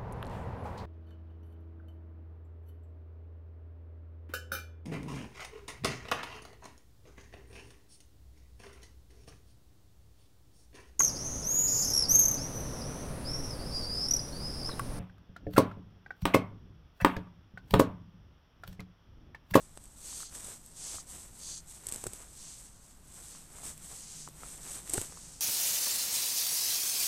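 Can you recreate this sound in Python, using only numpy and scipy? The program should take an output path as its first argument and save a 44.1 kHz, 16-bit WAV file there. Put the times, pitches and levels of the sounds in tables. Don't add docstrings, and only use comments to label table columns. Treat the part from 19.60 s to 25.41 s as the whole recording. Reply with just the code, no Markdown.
import sys
import numpy as np
from scipy import signal
from scipy.fft import rfft, irfft
from scipy.io import wavfile
from scipy.ndimage import uniform_filter1d

SR = 44100
rng = np.random.default_rng(int(sys.argv[2]) if len(sys.argv) > 2 else 0)


def file_out(sig):
    cols = np.atleast_2d(sig).T
    lim = np.clip(cols, -1, 1)
    pcm = np.round(lim * 32767).astype(np.int16)
    wavfile.write(sys.argv[1], SR, pcm)


N = 256124
TIME = np.arange(N) / SR

# fastest at t/s, speeding up/s, slowing down/s, crisp rustle/dB, dull rub/dB
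ARM_MOVES = [(.01, .05, 0.086, -56, -68.5), (.24, 0.17, .08, -60, -77), (.48, 0.058, 0.098, -49.5, -58.5),
             (.61, 0.21, 0.048, -45, -61), (0.782, 0.08, .04, -46.5, -56.5),
             (0.913, 0.13, 0.059, -45, -56.5), (1.07, 0.1, 0.092, -56.5, -79),
             (1.32, .15, 0.094, -44.5, -57), (1.52, 0.046, 0.063, -46, -60), (1.6, 0.073, 0.086, -50, -60),
             (1.86, 0.14, 0.13, -50.5, -64), (2.12, 0.056, 0.087, -51, -64),
             (2.35, 0.14, 0.13, -48.5, -55.5), (2.55, 0.18, 0.12, -51.5, -59.5),
             (2.94, 0.38, 0.2, -53, -67.5), (3.27, .07, 0.12, -61.5, -73), (3.63, 0.15, 0.22, -50, -62),
             (3.99, 0.1, 0.18, -51, -59.5), (4.077, 0.046, 0.05, -42, -53.5),
             (4.32, 0.11, .11, -46.5, -58.5), (4.55, 0.064, 0.089, -52.5, -67), (4.91, 0.15, .11, -48, -57),
             (5.125, 0.099, 0.088, -42, -51.5), (5.37, .11, .11, -41, -50.5), (5.62, 0.21, 0.17, -56, -64)]
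# f/Hz, level/dB
RUSTLE_SPECTRUM = [(1500, -22.5), (2600, -20), (3400, -14), (5000, -14), (6200, -7.5), (7100, -6),
                   (8050, 1.5), (8700, -3), (9400, -6.5), (11000, -13.5), (12200, -14), (13600, -19.5)]
# f/Hz, level/dB
RUB_SPECTRUM = [(60, 10), (150, 0.5), (300, 2.5), (600, -0.5), (950, -0.5), (1350, -2.5), (2000, -5),
                (3000, -8.5), (5000, -43)]
# t/s, speeding up/s, full speed/s, stopping/s, level/dB, rod ring/dB, tilt/(dB per octave)
LINE_PULLS = [(.39, 0.14, 0.12, 0.075, -48, 12, -1.5), (1.131, 0.11, 0.16, 0.024, -45, -2, 1.5),
              (1.775, 0.09, 0.11, 0.039, -44, 18, 0.2), (2.72, .11, 0.09, .13, -51, -5, -.5),
              (3.02, .03, 0.3, 0.013, -66, -1, 3), (3.64, .11, .01, 0.091, -54.5, -16, -2),
              (4.25, .2, 0.2, 0.063, -49, -12, 1.5), (5.38, 0.15, 0.26, 0.16, -52.5, -16, 2.5)]
# f/Hz, level/dB
LINE_SPECTRUM = [(1500, -18), (2700, -12), (3400, -11), (5100, -5.5), (6000, -2.5), (8000, -0.5),
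                 (9000, -5.5), (10200, -11.5), (11200, -33), (14000, -58)]
# f/Hz, width/Hz, level/dB
ROD_RESONANCES = [(3470, 1100, -8.5), (4350, 360, -2), (4750, 180, -0.5), (5870, 670, -9), (6460, 340, 1),
                  (7350, 250, -4), (8100, 500, -17), (8600, 590, -7), (10000, 470, -4)]
# t/s, peak/dB, knock/dB re peak, rebound/dB re peak, tilt/(dB per octave)
TACKLE_CLICKS = [(0.1746, -34.5, -16, -28, -4.5), (0.2396, -39.5, -27, -5, 2),
                 (0.2557, -39.5, -24, -25, -1), (1.062, -35.5, -30, -25, 6), (2.269, -21.5, -25, -20, 5),
                 (2.2866, -25, -28, -2, 0.5), (2.3154, -31, -29, -20, 0), (2.3235, -19.5, -21, -20, -0.5),
                 (2.338, -27, -25, -18, 1), (2.3605, -24, -15.5, -14, 1), (2.4397, -24.5, -12, -15, -1),
                 (2.4678, -22, -11, -3.5, 0.5), (2.5342, -26.5, -13, -23, 0.5), (3.0075, -50, -27, -20, 0),
                 (4.1776, -35.5, -28, -11, 2), (4.6871, -35.5, -6, -15, 1), (5.2962, -22, -26, 0, 2),
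                 (5.3361, -13.8, -19.5, -22, 4), (5.34, -18.5, -20, -1, 0), (5.3735, -22.5, -25, -24, -2),
                 (5.3781, -23, -6.5, -18, -3), (5.415, -19.5, -15, -26, 1.5)]
# multiple of the port's resonance, t60/s, level/dB
CLICK_RESONANCES = [(.33, 0.0012, -10.5), (.68, 0.00093, -7), (.98, 0.0028, 1), (1.05, 0.0022, 2),
                    (1.2, 0.0014, -2), (1.35, 0.0012, -5), (1.65, 0.002, -14.5)]
# t/s, peak/dB
HANDLE_BUMPS = [(2.4649, -26.5), (5.3782, -20.5)]
# f/Hz, t60/s, level/dB, lag/s
HANDLE_MODES = [(99, 0.063, -6, .008), (225, 0.013, -2.5, 0.0011), (369, 0.033, 0, .001),
                (800, 0.011, -4.5, 0.002125), (1450, 0.0088, 0, 0.002004)]
# t/s, peak/dB, f/Hz
ROD_TAPS = [(.1743, -36.5, 560), (.528, -44, 1140), (.604, -43, 1250), (.631, -39, 1350), (.751, -42, 1880),
            (.842, -45, 290), (.884, -41, 536), (1.384, -38, 1280), (2.4402, -36, 905), (2.4579, -37, 450),
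            (3.75, -44.5, 1100), (3.985, -43, 1100), (4.034, -41, 800), (4.676, -34.5, 1160),
            (4.834, -31, 1350), (5.276, -43, 1900), (5.524, -41, 1000), (5.573, -40, 1180)]
# t/s, folding/s, held/s, relaxing/s, level/dB
JACKET_FOLDS = [(2.23, 0.094, 0.022, .03, -45), (5.28, 0.049, 0.064, 0.087, -43)]
# f/Hz, level/dB
AIR_SPECTRUM = [(20, -0.5), (36, -1.5), (52, 0.5), (75, -7.5), (110, -8), (200, -11.5), (300, -16.5),
                (450, -22), (1200, -24.5), (2500, -34), (5400, -34), (8000, -34), (10000, -33.5),
                (14000, -39)]
# f/Hz, level/dB
DRONE_SPECTRUM = [(70, -21), (125, -13.5), (152, 0.5), (185, -10), (400, -28)]
# t/s, level/dB
DRONE_SWELL = [(0, -78), (1.2, -70), (1.9, -62), (3.1, -72.5), (4.3, -58.5), (5.8, -60)]


def sleeves(rest_db=-75):
    crisp_power, rub_power = undb(rest_db) ** 2, 0
    for s, rise, fall, crisp_db, rub_db in ARM_MOVES:
        speed = swing(s, rise, fall)
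        crisp_power += (speed * undb(crisp_db)) ** 2
        rub_power += (speed * undb(rub_db)) ** 2
    crisp = colour(grains(per_s=9000, spread_db=-1.5), RUSTLE_SPECTRUM) * undb(0.96 * walk(70))
    rub = colour(grains(per_s=3000, spread_db=1.4), RUB_SPECTRUM) * undb(2.3 * walk(50))
    return crisp * np.sqrt(crisp_power) + rub * np.sqrt(rub_power)


def line():
    out = np.zeros(N)
    for start, attack, hold, release, level_db, ring_db, tilt_db in LINE_PULLS:
        friction = [(hz, db + tilt_db * np.log2(hz)) for hz, db in LINE_SPECTRUM]
        rod = [(hz, width, db + ring_db) for hz, width, db in ROD_RESONANCES]
        hiss = colour(grains(per_s=16000, spread_db=1.0), friction, rod)
        out += hiss * undb(level_db) * stroke(start, attack, hold, release)
    return out * undb(0.69 * walk(80))


def clicks(mic_port_hz=8070, rebound_s=.0032, chatter_s=0.0021, chatter_db=-22):
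    out, t = np.zeros(N), TIME[:SR // 50]
    knock = crest(ring(hz=400, t60=0.0067))
    for s, db, knock_db, rebound_db, tilt_db in TACKLE_CLICKS:
        modes = sum((-1) ** k * undb(mode_db + tilt_db * np.log2(ratio)) * ring(mic_port_hz * ratio, t60)
                    for k, (ratio, t60, mode_db) in enumerate(CLICK_RESONANCES))
        for lag, peak_db in (0, db), (rebound_s, db + rebound_db):
            chatter = undb(chatter_db) * rng.standard_normal(len(t)) * np.exp(-t / chatter_s)
            click = crest(signal.fftconvolve(modes, (t == 0) + chatter))
            add(out, s + lag, undb(peak_db) * click)
        add(out, s, undb(db + knock_db) * knock)
    return out


def bumps():
    out = np.zeros(N)
    for s, db in HANDLE_BUMPS:
        bump = np.zeros(N)
        for hz, t60, mode_db, lag in HANDLE_MODES:
            add(bump, s + lag, undb(mode_db) * soft_contact(hz, t60))
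        out += undb(db) * crest(bump)
    return out


def taps():
    out = np.zeros(N)
    for s, db, hz in ROD_TAPS:
        add(out, s, undb(db) * soft_contact(hz, t60=0.0077))
    return out


def creases():
    folding = sum(undb(db) * stroke(*timing) for *timing, db in JACKET_FOLDS)
    return colour(grains(per_s=700, spread_db=5.0), RUSTLE_SPECTRUM) * folding


def creak(start_s=5.337, length_s=.027, fade_s=0.0041, level_db=-41.5, jitter=0.029):
    slip_hz = np.interp(TIME - start_s, [0, length_s], [297, 412])
    cycles = np.cumsum(slip_hz * (1 + jitter * walk(300))) / SR
    slips = np.diff(np.floor(cycles), prepend=0)
    body = unit(signal.fftconvolve(slips - slips.mean(), ring(hz=420, t60=0.0042))[:N])
    return body * undb(level_db) * stroke(start_s - fade_s, fade_s, length_s, fade_s)


def pond(air_db=-56.5):
    air = colour(rng.standard_normal(N), AIR_SPECTRUM) * undb(air_db + 0.2 * walk(2.33))
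    drone_db = np.interp(TIME, *np.transpose(DRONE_SWELL))
    drone = colour(rng.standard_normal(N), DRONE_SPECTRUM) * undb(drone_db)
    return air + drone


def swing(s, rise, fall, drop_db=9, roundness=2.1):
    away = np.maximum((s - TIME) / rise, (TIME - s) / fall)
    return undb(-drop_db * np.abs(away) ** roundness)


def stroke(start, attack, hold, release):
    rising = (TIME - start) / attack
    falling = 1 - (TIME - start - attack - hold) / release
    return np.clip(np.minimum(rising, falling), 0, 1)


def soft_contact(hz, t60, scuff_s=0.0016, scuff_db=-23):
    t = TIME[:SR // 50]
    scuff = undb(scuff_db) * rng.standard_normal(len(t)) * np.exp(-t / scuff_s)
    return crest(signal.fftconvolve(ring(hz, t60), (t == 0) + scuff))


def ring(hz, t60):
    t = TIME[:SR // 10]
    return np.sin(2 * np.pi * hz * t) * np.exp(-np.log(1000) * t / t60)


def grains(per_s, spread_db):
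    size = undb(spread_db * np.minimum(rng.exponential(size=N), 6))
    return unit((rng.random(N) < per_s / SR) * size * rng.standard_normal(N))


def colour(x, points, resonances=()):
    f = np.arange(N // 2 + 1) * SR / N + 1e-3
    hz, db = np.transpose(sorted(points))
    gain = undb(np.interp(np.log(f), np.log(hz), db))
    peaks = sum(undb(d) / (1 + (2 * (f - centre) / width) ** 2) for centre, width, d in resonances)
    return unit(irfft(rfft(x) * gain * (1 + peaks), N))


def walk(rate):
    hold = int(SR / rate)
    steps = np.repeat(rng.standard_normal(N // hold + 1), hold)
    return unit(uniform_filter1d(uniform_filter1d(steps, hold), hold)[:N])


def undb(db):
    return 10 ** (np.asarray(db) / 20)


def unit(x):
    return x / np.sqrt(np.mean(x ** 2))


def crest(x):
    return x / np.max(np.abs(x))


def add(out, s, sound):
    i = int(s * SR)
    out[i:i + len(sound)] += sound[:N - i]


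def scene():
    return (sleeves() + creases() + line() + clicks() + taps() + bumps() + creak() + pond())[None]


def record(dry, top_hz=14000):
    return signal.sosfilt(signal.ellip(8, .2, 70, top_hz, fs=SR, output="sos"), dry)


dry = scene()
out = record(dry)
file_out(out)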